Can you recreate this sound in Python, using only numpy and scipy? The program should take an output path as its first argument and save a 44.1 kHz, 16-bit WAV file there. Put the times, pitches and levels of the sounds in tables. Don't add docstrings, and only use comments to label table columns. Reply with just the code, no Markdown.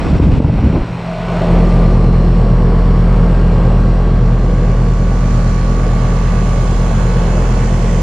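import sys
import numpy as np
from scipy import signal
from scipy.fft import rfft, irfft, next_fast_len
from scipy.io import wavfile
from scipy.ndimage import uniform_filter1d, minimum_filter1d, map_coordinates

SR = 44100
rng = np.random.default_rng(int(sys.argv[2]) if len(sys.argv) > 2 else 0)


def transcribe(u):
    v = np.clip(np.atleast_2d(u).T, -1, 1)
    q = np.round(v * 32767).astype(np.int16)
    wavfile.write(sys.argv[1], SR, q)


N = 353682
BLADE_HZ, SHAFT_HZ, MAINS_HUM_HZ = 42.96, 59.142, 120.03


def amp(db):
    return 10 ** (np.asarray(db) / 20)


def unit_rms(x):
    return x / np.sqrt(np.mean(x ** 2) + 1e-20)


def along(points, hz):
    points_hz, values = np.transpose(points)
    return np.interp(np.log(hz + 1), np.log(points_hz + 1), values)


def curves(rows):
    time_s, *columns = np.transpose(rows)
    return [np.interp(np.arange(N) / SR, time_s, column) for column in columns]


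def wobble(rate_hz):
    at = np.arange(0, N + 256, 256)
    knots = rng.standard_normal(int(N * rate_hz / SR) + 4)
    return np.interp(np.arange(N), at, map_coordinates(knots, [at * rate_hz / SR]))


def swell(centre_s, half_s):
    return np.exp(-((np.arange(N) / SR - centre_s) / half_s) ** 2)


def turn(hz):
    return 2 * np.pi * hz * np.arange(N) / SR


def filtered(x, response):
    size = next_fast_len(N + 8192, True)
    return irfft(rfft(x, size) * response(np.fft.rfftfreq(size, 1 / SR)), size)[..., :N]


def noise(spectrum, channels=1):
    return unit_rms(filtered(rng.standard_normal((channels, N)), lambda hz: amp(along(spectrum, hz))))


def patchy_noise(patch_db, band_db, channels):
    spectra = signal.stft(rng.standard_normal((channels, N)), nperseg=512)[2]

    def field(bins, frames):
        across_bins = uniform_filter1d(rng.standard_normal(spectra.shape[1:]), bins, 0)
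        return unit_rms(uniform_filter1d(across_bins, frames, 1))

    treble = np.linspace(0, 8, len(spectra[0])).clip(0, 1)[:, None]
    gain_db = patch_db * field(5, 12) + band_db * field(2, 150) * treble
    return signal.istft(spectra * amp(gain_db), nperseg=512)[1][:, :N]


# start_s, level_db
HOUSING_TICKS = [(1.321, -39.5)]

def housing_ticks():
    out, t = np.zeros(N), np.arange(SR // 50) / SR
    for start_s, level_db in HOUSING_TICKS:
        out[round(start_s * SR):][:len(t)] += amp(level_db - 60 * t / .012) * rng.standard_normal(len(t))
    return filtered(out, lambda hz: 1 / (1 + (7500 / (hz + 1)) ** 6) / (1 + (hz / 12500) ** 8))


# time_s, hollow_db, swish_db
RIM_LEVELS = [(0, -41, -40), (.5, -46, -40), (.9, -42, -42.5), (1.1, -28.5, -39), (1.45, -22.5, -38),
              (1.8, -40, -46), (2.3, -59, -56), (8.02, -70, -72)]

def rim_air():
    def band(centre_hz, width_hz):
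        ring = lambda hz: (1j * hz * width_hz / (centre_hz ** 2 - hz ** 2 + 1j * hz * width_hz)) ** 2
        return unit_rms(filtered(rng.standard_normal(N), ring))

    hollow_db, swish_db = curves(RIM_LEVELS)
    return amp(hollow_db) * band(648, 87) + amp(swish_db) * band(2420, 1100)


# freq_hz, gain_db
SHELTERED_EQ = [(200, -10), (300, -3), (450, -1.5), (800, -10), (1300, -16.5), (3700, -30.5), (4200, -30),
                (5700, -33.5), (6000, -40), (8000, -38), (9700, -52.5), (10800, -49), (11700, -59.5),
                (13200, -61.5), (15200, -73)]
OPEN_EQ = [(200, -12.5), (300, -3.5), (450, 0.5), (900, -8), (1300, -12), (3700, -26), (4200, -26.5),
           (6800, -24.5), (8100, -32), (8900, -31.5), (10500, -38.5), (11500, -48), (13800, -50.5),
           (15000, -62.5)]
# centre_hz, half_width_hz, boost_db
HISS_PEAKS = [(4220, 80, 3.5), (6840, 120, 4)]
# freq_hz, side_over_mid_db
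AIR_WIDTH = [(200, -15), (400, -19.5), (560, -22), (900, 1), (1600, -5), (2900, -4.5), (5000, -2.5),
             (9000, -3), (11500, 0)]
# freq_hz, left_over_right_db
AIR_BALANCE = [(500, 1), (800, -3.5), (1200, -4.5), (3000, -4.5), (4500, -3), (6800, -5.5), (8000, -1.5),
               (15000, 0)]
# freq_hz, right_lead_rad
AIR_PHASE = [(4200, 0), (5500, 1.6), (7200, 2), (8400, 2.9), (15000, 3)]
LEFT_RIGHT = np.array([[1], [-1]])

def coil_air():
    def mid_side(hz):
        angle = np.arctan(amp(along(AIR_WIDTH, hz)))
        return np.array([np.cos(angle), np.sin(angle)])

    def peaks_db(hz, peaks):
        return sum(db / (1 + ((hz - centre) / half_width) ** 2) for centre, half_width, db in peaks)

    def pair_response(hz):
        gain_db = along(OPEN_EQ, hz) + peaks_db(hz, HISS_PEAKS) + LEFT_RIGHT * along(AIR_BALANCE, hz) / 2
        return amp(gain_db) * np.exp(-.5j * LEFT_RIGHT * along(AIR_PHASE, hz))

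    mid, side = filtered(patchy_noise(patch_db=.7, band_db=1.62, channels=2), mid_side)
    sheltered = filtered(mid + side, lambda hz: amp(along(SHELTERED_EQ, hz) + peaks_db(hz, HISS_PEAKS[:1])))
    pair = filtered(mid + LEFT_RIGHT * side, pair_response)
    return np.vstack([unit_rms(sheltered), unit_rms(pair)])


# time_s, throb_db, whoosh_db, air_db
PATH_LEVELS = [(0, -37, -31, -24.5), (.4, -31, -23.5, -28.5), (.64, -21, -29, -31.5),
               (.9, -38, -33.5, -31.5), (1.16, -29.5, -34, -29), (1.4, -19.5, -24, -24),
               (1.48, -17, -20.5, -25), (1.53, -10, -17, -25.5), (1.75, -9.5, -20, -25.5),
               (2.2, -10, -21, -29), (4, -10, -23.5, -29), (4.6, -11.5, -25, -31), (5.4, -12, -26, -30.5),
               (6.3, -12.5, -26, -29.5), (8.02, -13, -23.5, -28)]
# time_s, open_share
OPEN_FADE = [(0, 0.08), (.3, 0.07), (.5, 0.02), (.9, 0), (3.97, 0), (4.5, 0.47), (5.3, 0.92), (6, 1)]
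HISS_TRIM_DB, OPEN_HISS_DB, DRIFT_DB = 2.5, 3, 1

def air_round_cabinet(air):
    _, whoosh_db, air_db = curves(PATH_LEVELS)
    whoosh_db = whoosh_db + 2 + DRIFT_DB * wobble(2.95)
    rush_db = air_db + 6.5 + DRIFT_DB * wobble(3)
    hiss_db = air_db + HISS_TRIM_DB + OPEN_HISS_DB * curves(OPEN_FADE)[0] + DRIFT_DB / 2 * wobble(2.97)
    whoosh = filtered(air, lambda hz: 1 / (1 + (hz / 650) ** 4))
    hiss = filtered(air, lambda hz: 1 / (1 + (2800 / (hz + 1)) ** 4))
    rush = air - whoosh - hiss
    blade_beat = np.cos(turn(BLADE_HZ))
    stroke = np.cos(turn(SHAFT_HZ)) + .67 * np.cos(2 * turn(SHAFT_HZ))
    return (whoosh * amp(whoosh_db) * (1 + .099 * blade_beat)
            + rush * amp(rush_db) * (1 + .088 * blade_beat + .1 * stroke)
            + hiss * amp(hiss_db) * (1 + .1 * stroke))


# harmonic, sheltered_db, left_db, right_db
SHELL_TONES = [(15, -47, -46, -41), (16, -44, -51, -41), (17, -45, -48, -42), (18, -40, -46, -40),
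               (19, -38, -40, -34), (20, -42, -44, -36), (21, -49, -59, -48), (25, -50, -53, -39),
               (27, -50, -51, -48), (32, -60, -61, -50), (33, -55, -63, -48), (34, -60, -58, -50),
               (36, -62, -57, -53), (37, -59, -55, -48), (39, -60, -59, -51), (43, -72, -60, -54),
               (44, -63, -54, -46), (45, -60, -66, -53), (47, -69, -62, -55), (48, -58, -59, -54),
               (49, -63, -56, -56), (51, -65, -57, -55), (54, -65, -62, -57), (56, -67, -64, -58),
               (59, -69, -63, -58), (60, -65, -67, -57), (63, -76, -70, -61), (68, -65, -66, -62),
               (70, -57, -61, -55), (80, -65, -69, -67), (93, -68, -67, -66), (95, -66, -70, -71),
               (96, -66, -70, -63), (97, -65, -74, -65)]
# pitch_hz, level_db
FAINT_TONES = [(1300, -59.5), (2500, -68.5), (4000, -72.5), (5000, -73.5), (7000, -80)]
# harmonic, centre_s, gain_db, half_length_s
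TONE_SWELLS = [(16, 5, -11.5, 2.6), (16, 11, 9.5, .6), (18, 0.61, -16, .5), (18, 5.5, -6, 0.98),
               (19, 0.79, -15, 0.6), (20, 0.46, -10.5, .5), (20, 1.8, 9.5, 0.45), (20, 3.2, -7, 1.1),
               (20, 6.3, 3, 0.55), (20, 7.6, -20, 0.64), (25, 1.3, 12.5, 0.26), (27, 3.8, 6.5, 0.74),
               (27, 1.5, -6.5, 1), (27, 5.3, -9, .5), (44, 5.3, -11.5, .8), (44, 7.34, 5, .3),
               (70, 2.1, 7, .3), (70, 4.9, -8, .4), (70, 3.6, 2.5, .3), (70, 4.6, 4.5, .2), (70, 7, 5, .3),
               (19, 5.6, 2.5, 0.85), (15, 7.3, 4, .7), (15, .5, -6, .6), (17, 2.8, 3, 1), (17, 7.6, 4, .5),
               (21, 3.3, 4, .5), (25, 3.3, -4, 1.2)]

def compressor_shell():
    levels_db = {k: along(FAINT_TONES, k * SHAFT_HZ) + rng.normal(0, 3, 3) for k in range(22, 98)}
    levels_db.update({round(k): np.array(mic_db) for k, *mic_db in SHELL_TONES})
    out = np.zeros((3, N))
    for k, mic_db in levels_db.items():
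        waver = .016 * k * wobble(7)
        smear = .08 * k ** 2 + .02 * k * rng.standard_normal()
        tone = np.cos(k * turn(SHAFT_HZ) + waver + smear)
        swells = [db * swell(s, half_s) for harmonic, s, db, half_s in TONE_SWELLS if round(harmonic) == k]
        drift_db = (1 if swells else 2.2) * wobble(1.5)
        flicker_db = .022 * k * wobble(11)
        out += amp(mic_db)[:, None] * (amp(sum(swells) + drift_db + flicker_db) * tone)
    return np.sqrt(2) * out


HUM_FLOOR_DB, HUM_UNDER_THROB_DB = -29, 9

def hum_level_db():
    throb_db = curves(PATH_LEVELS)[0]
    return 10 * np.log10(amp(2 * HUM_FLOOR_DB) + amp(2 * (throb_db - HUM_UNDER_THROB_DB)))


# harmonic, gain_db
LOW_SHAFT_TONES = [(1, -17.5), (2, -8.5), (3, -19), (8, -20.5)]

def motor_hum():
    out = amp(-.5 + .36 * wobble(2.1)) * np.cos(turn(MAINS_HUM_HZ) - 2.7)
    for k, gain_db in LOW_SHAFT_TONES:
        out += amp(gain_db + wobble(4)) * np.cos(round(k) * turn(SHAFT_HZ))
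    return np.sqrt(2) * amp(hum_level_db()) * out


# time_s, level_db
BLAST_LEVEL = [(0, -12.5), (.15, -9.5), (.3, -9), (.6, -12), (.68, -13), (.77, -11), (.8, -19.5),
               (.87, -22), (.92, -32), (1.0, -69)]
# freq_hz, gain_db
BUFFET_EQ = [(12, -29.5), (30, -3), (60, 3.5), (100, -1.5), (180, -3), (300, -12), (420, -37), (660, -120)]
FLUTTER_EQ = [(120, -44), (250, 3), (500, -10), (900, -17), (1500, -31), (3000, -84.5)]
# centre_s, boost_db, half_length_s
FLUTTER_BURSTS = [(.07, 8, .04), (.3, 4, .04), (.47, 4, .04), (.748, 16.5, .035), (.83, 17, .03)]
# start_s, level_db, pitch_hz
AIR_SLAPS = [(.152, -2.5, 110), (.198, 4, 150), (.401, 4, 190), (.445, -1, 110), (0.485, -6.5, 130),
             (0.496, -0.5, 120), (.588, -3, 90), (.667, -9.5, 110), (0.697, -2, 130), (0.799, -8, 35),
             (0.813, -13, 230)]
FLUTTER_DB = -16

def fan_blast():
    flutter_db = FLUTTER_DB + sum(db * swell(s, half_s) for s, db, half_s in FLUTTER_BURSTS)
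    lumps = unit_rms(amp(3 * np.array([wobble(28), wobble(28)])))
    mid, side = lumps * (noise(BUFFET_EQ, channels=2) + amp(flutter_db) * noise(FLUTTER_EQ, channels=2))
    width = 2.05 * curves(OPEN_FADE)[0]
    out = amp(curves(BLAST_LEVEL)[0]) * (mid + width * side * LEFT_RIGHT)
    t, puff_noise = np.arange(SR // 20) / SR, noise(FLUTTER_EQ)[0]
    for start_s, level_db, hz in AIR_SLAPS:
        start = round(start_s * SR)
        push = -np.sin(2 * np.pi * hz * t) * np.sin(np.pi * np.minimum(hz * t / 1.4, 1))
        puff = .45 * puff_noise[start:][:len(t)] * amp(-60 * t / .034) * (1 - np.exp(-t / .00068))
        out[:, start:][:, :len(t)] += amp(level_db) * (push + puff)
    return out


# harmonic, gain_db, fader (0 throb, 1 fourth harmonic, 2 hum)
BLADE_TONES = [(2, -11, 0), (3, -2.5, 2), (4, 1, 1), (5, -8.5, 2), (6, -15.5, 2)]
# time_s, level_db
FOURTH_LEVEL = [(0, -24), (.5, -30), (1.16, -25.5), (1.56, -15), (1.75, -17.5), (4, -21), (4.4, -23),
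                (8.02, -24)]
# freq_hz, gain_db
RUMBLE_EQ = [(15, -33), (30, -12.5), (60, -3.5), (110, -1.5), (200, 0.5), (280, -13.5), (400, -40),
             (600, -90)]

def fan_blades():
    throb_db, hum_db = curves(PATH_LEVELS)[0], hum_level_db()
    faders_db = [throb_db, curves(FOURTH_LEVEL)[0], hum_db]
    phase = turn(BLADE_HZ) + 2.4
    throb = amp(throb_db + .32 * wobble(10)) * np.cos(phase)
    for k, gain_db, fader in BLADE_TONES:
        level_db = faders_db[round(fader)] + gain_db + .25 * k * wobble(5)
        shaken_phase = phase - 1.6 + .079 * wobble(6)
        throb -= amp(level_db) * np.cos(round(k) * shaken_phase + 1.4)
    rumble = amp(hum_db - 2) * noise(RUMBLE_EQ)[0]
    return np.sqrt(2) * throb + rumble


# time_s, gain_db
SLAP_DUCK = [(.37, -1), (.405, -3), (.45, -5), (.5, -3.5), (.6, -1)]

def scene():
    open_share = np.clip(curves(OPEN_FADE)[0], 0, 1)
    mics = air_round_cabinet(coil_air()) + compressor_shell()
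    bass = fan_blades() + motor_hum()
    bass_side = filtered(bass, lambda hz: (.05j - .02) / (1 + (hz / 90) ** 2))
    stereo_bass = bass + open_share * bass_side * LEFT_RIGHT
    air_and_shell = (1 - open_share) * mics[0] + open_share * mics[1:] + rim_air()
    return air_and_shell * amp(curves(SLAP_DUCK)[0]) + stereo_bass + fan_blast() + housing_ticks()


CEILING, TOP_HZ = .97, 15300

def record(dry):
    needed_gain = np.minimum(1, CEILING / (np.abs(dry).max(0) + 1e-9))
    gain = uniform_filter1d(minimum_filter1d(needed_gain, size=1201), size=601)
    return filtered(dry * gain, lambda hz: hz < TOP_HZ)


dry = scene()
out = record(dry)
transcribe(out)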